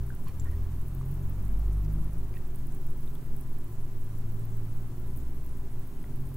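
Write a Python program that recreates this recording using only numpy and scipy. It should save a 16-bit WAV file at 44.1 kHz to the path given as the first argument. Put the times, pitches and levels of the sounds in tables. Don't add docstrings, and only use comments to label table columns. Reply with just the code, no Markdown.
import sys
import numpy as np
from scipy import signal
from scipy.fft import rfft, irfft, next_fast_len
from scipy.io import wavfile
from scipy.ndimage import uniform_filter1d

SR = 44100
rng = np.random.default_rng(int(sys.argv[2]) if len(sys.argv) > 2 else 0)


def bounce(signal):
    frames = np.transpose(np.atleast_2d(signal))
    limited = np.clip(frames, -1, 1)
    pcm = np.round(limited * 32767).astype(np.int16)
    wavfile.write(sys.argv[1], SR, pcm)


def gain_from_db(level_db):
    decades = np.asarray(level_db, float) / 20
    return 10 ** decades


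N = 280784
TIME_S = np.arange(N) / SR
OPPOSED = np.array([[1], [-1]])


def read(points, hz):
    f, value = np.transpose(points)
    return np.interp(np.log(hz + 1), np.log(f + 1), value)


def evened(x):
    return x / np.sqrt(np.mean(x ** 2) + 1e-20)


def curves(rows):
    s, *columns = np.transpose(rows)
    return [np.interp(TIME_S, s, column) for column in columns]


def tone(hz):
    cycles = np.cumsum(hz * np.ones(N)) / SR
    return np.sqrt(2) * np.sin(2 * np.pi * (cycles + rng.random()))


def resonate(x, hz, width_hz):
    turn = np.exp(2j * np.pi * np.cumsum(hz * np.ones(len(x))) / SR)
    r = np.exp(-np.pi * width_hz / SR)
    smooth = signal.lfilter([(1 - r) ** 2], [1, -2 * r, r * r], x / turn)
    return 2 * (turn * smooth).real


def noise(spectrum, likeness, lag=0):
    size = next_fast_len(N)
    hz = np.fft.rfftfreq(size, 1 / SR)
    a, b = rfft(rng.standard_normal((2, size)))
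    same = np.clip(read(likeness, hz), -1, 1)
    left = a * np.exp(-2j * np.pi * hz * lag / SR)
    right = same * a + np.sqrt(1 - same ** 2) * b
    return irfft(np.array([left, right]) * gain_from_db(read(spectrum, hz)) * np.sqrt(SR / 2), size)[:, :N]


def add(mix, s, sound):
    part = mix[..., round(s * SR):][..., :sound.shape[-1]]
    part += sound[..., :part.shape[-1]]


# pitch_hz, width_hz, level_db
WALL_MODES = [(40.3, 4, -36.5), (44.7, 3, -30.5), (49.1, 3.6, -30), (59.46, 1.69, -39), (79.7, 14.6, -37.5),
              (91.9, 5.3, -37), (99.7, 2.9, -45), (104.8, 3.6, -52.5), (111.12, 5.66, -41.5),
              (126.5, 11.5, -48.5), (134.7, 6.3, -37.5), (151.1, 5, -44), (168, 13.6, -59.5), (118, 6, -48),
              (189, 10.7, -54), (259.4, 9.6, -58), (328.4, 11, -59)]


def walls_db(hz):
    power = sum(gain_from_db(2 * db) / (1 + (2 * (hz - f) / width) ** 2) ** 2 for f, width, db in WALL_MODES)
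    return 10 * np.log10(power)


# time_s, firing_hz, load_db
ENGINE_RUN = [(0, 59.4, 9.5), (.13, 61.4, 7.5), (.22, 53.14, -8.5), (.3, 38.45, -2), (.57, 40.92, 3),
              (1.07, 44.79, -3.5), (1.57, 48.55, 4), (2.07, 51.11, 5), (2.5, 53.2, 4), (2.8, 53.69, 3),
              (3.5, 53.5, 0.5), (4.2, 55.37, 0), (4.7, 56.9, 6.5), (5.4, 60.3, -1), (5.75, 56.75, -1.5),
              (6.0, 51.86, -10), (6.12, 43.88, -10), (6.37, 44.75, -9)]
# multiple of firing, level_db, change_db while coasting, share of load_db followed
STRONG_ORDERS = [(1, -1.75, 1, 1.1), (2, 1.8, -7.5, 1.08), (2.5, -12.5, 4.5, 0.48), (3, 4, 2.5, 0.6),
                 (4, -1, 0, 1.5), (5, -2, 0, 0.5), (6.5, -2, -13, 1)]
# multiple of firing, level_db
WEAK_ORDERS = [(.5, -13.5), (1.5, -24), (3.5, -36)]
# from_s, to_s, ramp_s
COASTING = (2.46, 3.49, 0.091)
# start_s, rate_hz, share of speed, fade_s
DRIVELINE_SHUDDER = (0.33, 3.9, 0.039, 1.8)
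# pitch_hz, level_db
RUMBLE_SPECTRUM = [(30, 10.5), (80, 4), (115, -0.5), (150, 6), (190, 1), (215, -1), (300, -25),
                   (450, -26.5), (1200, -23.5), (4000, -73)]
# pitch_hz, likeness 0-1
ROOM_LIKENESS = [(60, 0.95), (150, 0.99), (380, 0.95), (950, 0.85), (1500, 0.57), (2380, 0.012),
                 (5980, 0.55), (15000, 1)]


def engine(lug_hz=43, even_rough=.05, lug_rough=0.14, rumble_db=-24, side_db=-8, ringing_db=-3):
    hz, load_db = curves(ENGINE_RUN)
    ease, resume, ramp = COASTING
    coasting = np.interp(TIME_S, [ease - ramp, ease + ramp, resume - ramp, resume + ramp], [0, 1, 1, 0])
    levels_db = []
    for multiple, db, coast_db, follows in STRONG_ORDERS:
        through_db = np.repeat(walls_db(multiple * hz[::32]), 32)[:N]
        levels_db.append(follows * load_db + db + coasting * coast_db + through_db)
    load = np.sqrt(uniform_filter1d(sum(gain_from_db(2 * db) for db in levels_db), 20000))
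    gains = [gain_from_db(db) for db in levels_db] + [load * gain_from_db(db) for _, db in WEAK_ORDERS]
    multiples = [row[0] for row in list(STRONG_ORDERS) + list(WEAK_ORDERS)]

    start, shudder_hz, share, fade = DRIVELINE_SHUDDER
    since = np.maximum(TIME_S - start, 0)
    hz = hz * (1 + share * np.sin(2 * np.pi * shudder_hz * since) * np.exp(-since / fade))
    shake = even_rough + lug_rough * (uniform_filter1d(hz, 4000) < lug_hz)
    orders = np.zeros(N)
    for multiple, gain in zip(multiples, gains):
        uneven = 1 + shake * evened(uniform_filter1d(rng.standard_normal(N), 1500))
        orders += gain * tone(multiple * hz) * uneven

    rumble = gain_from_db(rumble_db) * load ** 0.59 * evened(noise(RUMBLE_SPECTRUM, ROOM_LIKENESS))
    across = gain_from_db(side_db) * resonate(orders, 95.3, 7.0)
    ringing = gain_from_db(ringing_db) * resonate(orders, 59.3, 1.34)
    return orders + ringing + rumble + across * OPPOSED


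# pitch_hz, density_db per Hz
TYRE_HISS = [(190, -100), (290, -80.5), (450, -97), (700, -88.5), (1300, -100.5), (2100, -102),
             (3000, -106), (5000, -122)]
# time_s, level_db
NEARNESS = [
    (0, -11),
    (.8, -10.5),
    (1.3, -1),
    (1.9, -3.5),
    (2.6, -7.5),
    (4, -24),
    (6.37, -17),
]


def tyres(thrum_db=-42, thrum_hz=34, width_hz=22):
    near_db, = curves(NEARNESS)
    thrum = gain_from_db(thrum_db) * evened(resonate(rng.standard_normal(N), thrum_hz, width_hz))
    return gain_from_db(near_db) * (noise(TYRE_HISS, ROOM_LIKENESS, lag=3) + thrum)


# start_s, peak_db, low_hz, high_hz
CARD_SNAPS = [(.2735, -56, 1200, 5000), (.279, -56, 900, 3000), (.2965, -54, 1200, 4800),
              (.3972, -41, 3400, 8500), (.3982, -39, 8500, 15500), (1.8485, -45.5, 4300, 8200),
              (1.8485, -50, 13000, 15500), (2.34, -54, 3800, 5200), (2.3395, -50, 1500, 3000),
              (2.3695, -45, 1300, 3300), (3.155, -49, 2900, 4300), (3.0755, -57, 3200, 4300),
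              (6.041, -48, 1300, 3000)]


def snaps():
    out = np.zeros(N)
    kick = np.zeros(512)
    kick[[0, 31]] = 1, -.45
    for s, db, low_hz, high_hz in CARD_SNAPS:
        band = signal.butter(2, [low_hz, high_hz], "band", fs=SR, output="sos")
        click = signal.sosfilt(band, kick)
        add(out, s, gain_from_db(db) * click / abs(click).max())
    return out


# start_s, length_s, level_db
FINGER_SLIDE = (.262, .04, -62.5)
# pitch_hz, level_db
SLIDE_BODY = [(600, -30), (1000, 0), (2600, 0), (4500, -8), (8000, -13), (12000, -30)]


def rustle(out):
    start, length, db = FINGER_SLIDE
    size = round(length * SR)
    grain_gain = gain_from_db(4.0 * rng.standard_normal(40).repeat(66))[:size]
    grains = noise(SLIDE_BODY, ROOM_LIKENESS)[0, :size] * grain_gain
    add(out, start, gain_from_db(db) * evened(grains) * signal.windows.tukey(len(grains), .4))


# start_s, peak_db, pitch_hz, t60_s
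CARD_TAPS = [(.1025, -45, 1540, .04), (.112, -59, 1470, .3), (.263, -53.5, 1060, .2),
             (.271, -57, 1850, .06), (.272, -58, 2400, .08), (.273, -59, 4400, .07), (.275, -61, 3150, .1),
             (.276, -64, 6900, .1), (.281, -65, 5600, .08), (.289, -60, 2380, .05), (.294, -61, 4350, .04),
             (.3972, -54, 5600, .02), (.3972, -52, 6500, .02), (.397, -43.5, 7400, .035),
             (.4035, -54, 7150, .04), (.45, -56, 1110, .13), (.454, -56, 1840, .08), (.462, -59, 1400, .15),
             (.467, -54, 1830, .08), (.484, -56, 1900, .065), (.515, -57, 1840, .08),
             (.533, -59, 1860, .07), (.728, -59, 1897, .032), (1.0105, -48, 1130, .06),
             (1.8495, -57, 5000, .012), (2.3392, -50, 2450, .016), (2.3392, -51, 1950, .016),
             (2.345, -60, 2527, .18), (2.369, -46, 1904, .02), (2.369, -51, 2600, .02),
             (3.0744, -60, 3720, .031), (3.1547, -58, 3450, .025), (6.0408, -50, 1950, .015),
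             (6.0408, -51, 1450, .016), (2.35, -62, 1900, .15)]


def card(rise_s=.0016, struck_s=.07, struck_top=0.7, struck_least=0.15):
    t = np.arange(8192) / SR
    rise = np.sin(np.pi / 2 * np.minimum(t / rise_s, 1)) ** 2
    out = snaps()
    for s, db, hz, t60 in CARD_TAPS:
        width_hz = 0.05 * hz + 120 + 6 / t60
        rubbed = evened(resonate(rng.standard_normal(len(t)), hz, width_hz))
        struck = np.clip(struck_least + struck_top / (1 + (t60 / struck_s) ** 6), 0, 1)
        ring = np.sqrt(2 * struck) * np.sin(2 * np.pi * hz * t) + np.sqrt(1 - struck) * rubbed
        add(out, s, 0.89 * ring * gain_from_db(db - 60 * t / t60) * rise)
    rustle(out)
    return np.array([np.roll(out, 1), out])


# start_s, peak_db, brightness_db
HEAD_TICKS = [(0.1496, -47.5, 6), (0.2433, -46.5, 7), (0.5891, -55, 7), (0.876, -44.5, 15.5),
              (0.9486, -44.5, 7.5), (1.1134, -43.5, 12), (1.282, -62, 1), (1.2958, -41.5, 12),
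              (1.4247, -47, 8), (1.4511, -51, 1), (2.0438, -51, 6), (2.378, -46, 7), (2.6693, -47.5, 5.5),
              (2.8145, -48, 14.5), (2.8669, -44, 9), (3.006, -48, 8), (3.3643, -45, 6.5),
              (3.4092, -46.5, 1), (3.6421, -48, 7), (4.185, -46, 11), (4.3196, -44, 10),
              (4.4528, -43.5, 11.5), (4.569, -48, 11), (4.9979, -48, 7), (5.1618, -43, 8),
              (5.446, -50, 5.5), (5.7957, -46, 10), (6.1584, -50, 3), (6.342, -45, 7.5)]
MORE_TICKS = [(.0912, -52, 3), (.196, -51, 7), (.5142, -51, 2), (1.5065, -54, 3), (1.934, -46, 6),
              (2.18, -50, 5), (2.3615, -55, 5), (2.586, -50, 7.5), (2.7472, -47, 3), (3.033, -53, 5),
              (3.1512, -48.5, 5), (3.2605, -51, 8), (3.4935, -49, 10), (3.5848, -50, 6), (4.3435, -52, 5),
              (4.3745, -52, 15), (4.7701, -52.5, 3.5), (4.9821, -55, 8), (5.1851, -45, 14),
              (5.462, -42.5, 11), (5.7269, -54, 5), (5.9155, -55, 3), (6.2692, -51, 0)]
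FURTHER_TICKS = [(.0338, -53, 9), (.2835, -48, 4), (.4449, -51, 1), (.5546, -50, 14), (.8829, -49, 7),
                 (.9797, -54, 6), (1.2421, -52, 9), (1.3813, -52, 7), (1.4805, -52, 4), (2.4745, -46, 13),
                 (2.558, -44, 4), (2.7227, -53, -4), (2.9736, -53, 7), (3.0584, -49, 7), (3.3243, -55, 12),
                 (3.8122, -55, 6), (4.0427, -53, 8), (4.2025, -55, 6), (4.3944, -50, 4), (4.6718, -52, 15),
                 (4.806, -53, 8), (5.0749, -53, 7), (5.3457, -56, 4), (5.4914, -53, 3), (5.5712, -48, 6),
                 (6.0277, -51, 5)]
# start_s, peak_db, brightness_db
HEAD_RATTLES = [(.0635, -51.5, 4.5), (0.8128, -56, 0), (1.0538, -52, 8), (1.139, -56, 7), (1.591, -54.5, 2),
                (1.7261, -54, 1), (1.923, -53, 8), (2.131, -51, 11), (2.4655, -59, 22), (2.5459, -52, 6),
                (2.74, -60.5, 8), (2.9037, -52.5, 4.5), (3.142, -52, 11), (4.334, -52, 12),
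                (5.171, -45, 6.5), (5.8725, -52, 6.5), (6.252, -58, 0), (6.288, -54, 3)]
# pitch_hz, level_db
TICK_COLOUR = [(5000, -30), (7000, -12), (9000, 0), (12000, 0), (15500, -.5)]


def disk_ticks(seeks_per_s=3, faint_per_s=50, rattle_gap_s=0.002, rattle_fall_db=1.5):
    rattles = [(s + k * rattle_gap_s, db - k * rattle_fall_db, bright_db)
               for s, db, bright_db in HEAD_RATTLES for k in range(3)]
    seeks = [(s * 200 / seeks_per_s, -61.5 + 9.5 * u, 14 * v - 2) for s, u, v in rng.random((200, 3))]
    faint = [(s * 600 / faint_per_s, -66 + 0.51 * u, 16 * v - 5) for s, u, v in rng.random((600, 3))]
    ticks = list(HEAD_TICKS) + list(MORE_TICKS) + list(FURTHER_TICKS) + rattles + seeks + faint
    return [row for row in ticks if row[0] < N / SR]


def disk(rise_s=.0008, t60_s=0.0096, tail_db=-11, tail_t60_s=0.039, gain_db=3, spread=.55):
    t, hz = np.arange(2048) / SR, np.fft.rfftfreq(2048, 1 / SR)
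    decay = gain_from_db(-60 * t / t60_s) + gain_from_db(tail_db - 60 * t / tail_t60_s)
    shape = decay * np.minimum(t / rise_s, 1)
    out = np.zeros((2, N))
    for s, db, bright_db in disk_ticks():
        tilt_db = (bright_db - 1.5) * np.clip((hz - 11500) / 4500, -1, 1)
        ripple_db = 3.8 * np.cos(hz / 700 + 2 * np.pi * rng.random())
        colour = gain_from_db(read(TICK_COLOUR, hz) + tilt_db + ripple_db)
        mid, side = irfft(rfft(rng.standard_normal((2, len(t)))) * evened(colour))
        add(out, s, gain_from_db(db + gain_db) * shape * (mid + spread * side * OPPOSED))
    return out


# time_s, level_db
FAN_WOBBLE = [(0.0, -37), (0.19, -28.5), (0.39, -46), (0.53, -31), (1.1, -35), (1.59, -29), (1.74, -41),
              (1.84, -32), (3.03, -26), (3.16, -32), (3.58, -25), (3.71, -37.5), (3.81, -27.5), (4.47, -29),
              (4.77, -32.5), (5.18, -28), (6.28, -34.5), (6.37, -48)]
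# multiple of the shaft, level_db, width_hz, steady share 0-1
MOTOR_LINES = [(1, -57, 0.8, 0.53), (4.71, -65, 1.5, 0.4), (5.97, -58, 4.3, 0.56), (7, -65, 1.6, 0.57),
               (8.33, -67, 5.3, 0), (9, -66, 3.7, 0.5), (10.1, -68.5, 7.4, 0.4)]
# top_hz, slide_hz, level_db, beat_s, first_beat_s, depth_db
BLADE_LINE = (396.5, 4.5, -56, 0.561, -0.27, 3.5)


def fan(shaft_hz=39.72, wobble_hz=10.88, wobble_depth=.22):
    level_db, = curves(FAN_WOBBLE)
    drift = evened(uniform_filter1d(rng.standard_normal(N), 9000))
    wobble = tone(wobble_hz * (1 + 0.025 * drift))
    top_hz, slide_hz, blade_db, beat, first, depth_db = BLADE_LINE
    turn = ((TIME_S - first) / beat) % 1
    throb_db = blade_db - depth_db * (2.0 + np.cos(2 * np.pi * turn))
    hum = gain_from_db(throb_db) * tone(top_hz - slide_hz * turn)
    for multiple, db, width_hz, steady in MOTOR_LINES:
        hz = multiple * shaft_hz
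        fuzzy = evened(resonate(rng.standard_normal(N), hz, width_hz))
        share = np.clip(steady, 0, 1)
        hum += gain_from_db(db) * (np.sqrt(share) * tone(hz) + np.sqrt(1 - share) * fuzzy)
    return gain_from_db(level_db) * wobble + hum * (1 + wobble_depth * wobble)


# pitch_hz, level_db
WHINE_TONES = [(916, -81), (1005, -74), (12000, -85), (14713, -92)]


def whines():
    return sum(gain_from_db(db) * tone(hz) for hz, db in WHINE_TONES)


# pitch_hz, density_db per Hz
ROOM_AIR = [(2, -56.5), (6, -38.5), (14, -61.5), (22, -57.5), (35, -64), (70, -72), (140, -66.5),
            (200, -89.5), (270, -77), (370, -79), (450, -88), (1100, -92.5), (2200, -100), (5000, -109)]


def room_air():
    return noise(ROOM_AIR, ROOM_LIKENESS, lag=2.4)


# pitch_hz, density_db per Hz
MIC_HISS = [(1000, -114), (4500, -111), (7000, -107), (10000, -105), (15800, -101)]
# pitch_hz, likeness 0-1
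HISS_LIKENESS = [(3000, .1), (5000, .2), (8000, .62), (11000, .45), (15000, .2)]


def hiss(depth_db=1.8):
    z = signal.stft(noise(MIC_HISS, HISS_LIKENESS), SR, nperseg=256)[2]
    grain = uniform_filter1d(rng.standard_normal(z.shape[1:]), size=24, axis=0)
    patches = evened(uniform_filter1d(grain, size=7, axis=1))
    return signal.istft(z * gain_from_db(depth_db * patches), SR, nperseg=256)[1][:, :N]


def scene():
    return engine() + tyres() + card() + disk() + fan() + whines() + room_air() + hiss()


# start_s, length_s
WIDE_MOMENTS = [(.132, .03), (.394, .09), (.834, .075), (1.069, .12), (1.235, .055), (1.391, .16),
                (1.709, .03), (2.032, .025), (2.348, .08), (2.734, .025), (2.965, .13), (3.142, .025),
                (3.355, .09), (4.141, .09), (4.312, .1), (4.461, .03), (4.526, .09), (4.973, .11),
                (5.161, .015), (5.459, .08), (5.764, .08), (6.126, .07)]
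# since_s, edge_hz
MONO_ABOVE = [(0, 5800), (.04, 5800), (.05, 6350), (.22, 6350), (.24, 7000), (9, 7000)]


def narrow(x):
    mid, side = (x[0] + x[1]) / 2, (x[0] - x[1]) / 2
    hz, t, z = signal.stft(side, SR, nperseg=512)
    start, length = np.transpose(WIDE_MOMENTS)
    end = start + length
    wide = ((t[:, None] > start) & (t[:, None] < end)).any(1)
    since = t[:, None] - end[length > .05]
    edge_hz = np.interp(np.where(since > 0, since, 9).min(1), *np.transpose(MONO_ABOVE))
    power = uniform_filter1d(uniform_filter1d(abs(z) ** 2, 9, 0), 4, 1)
    band_db = 10 * np.log10(power + 1e-20)
    stray = band_db > np.percentile(band_db, 96, axis=1)[:, None]
    kept = wide | stray | (hz[:, None] < edge_hz)
    side = signal.istft(z * kept, SR, nperseg=512)[1][:N]
    return np.array([mid + side, mid - side])


def low_pass(x):
    return signal.sosfilt(signal.butter(12, 16650, fs=SR, output="sos"), x)


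def record(dry, open_s=.006, open_share=.6, edge_hz=15790, offset=-.0004):
    opened = dry * np.minimum(open_share + TIME_S / open_s, 1)
    lowpass = signal.firwin(1023, edge_hz, window=("kaiser", 9), fs=SR)
    band = signal.oaconvolve(opened, lowpass[None], "same")
    band += offset - band.mean()
    return low_pass(narrow(band))


dry = scene()
out = record(dry)
bounce(out)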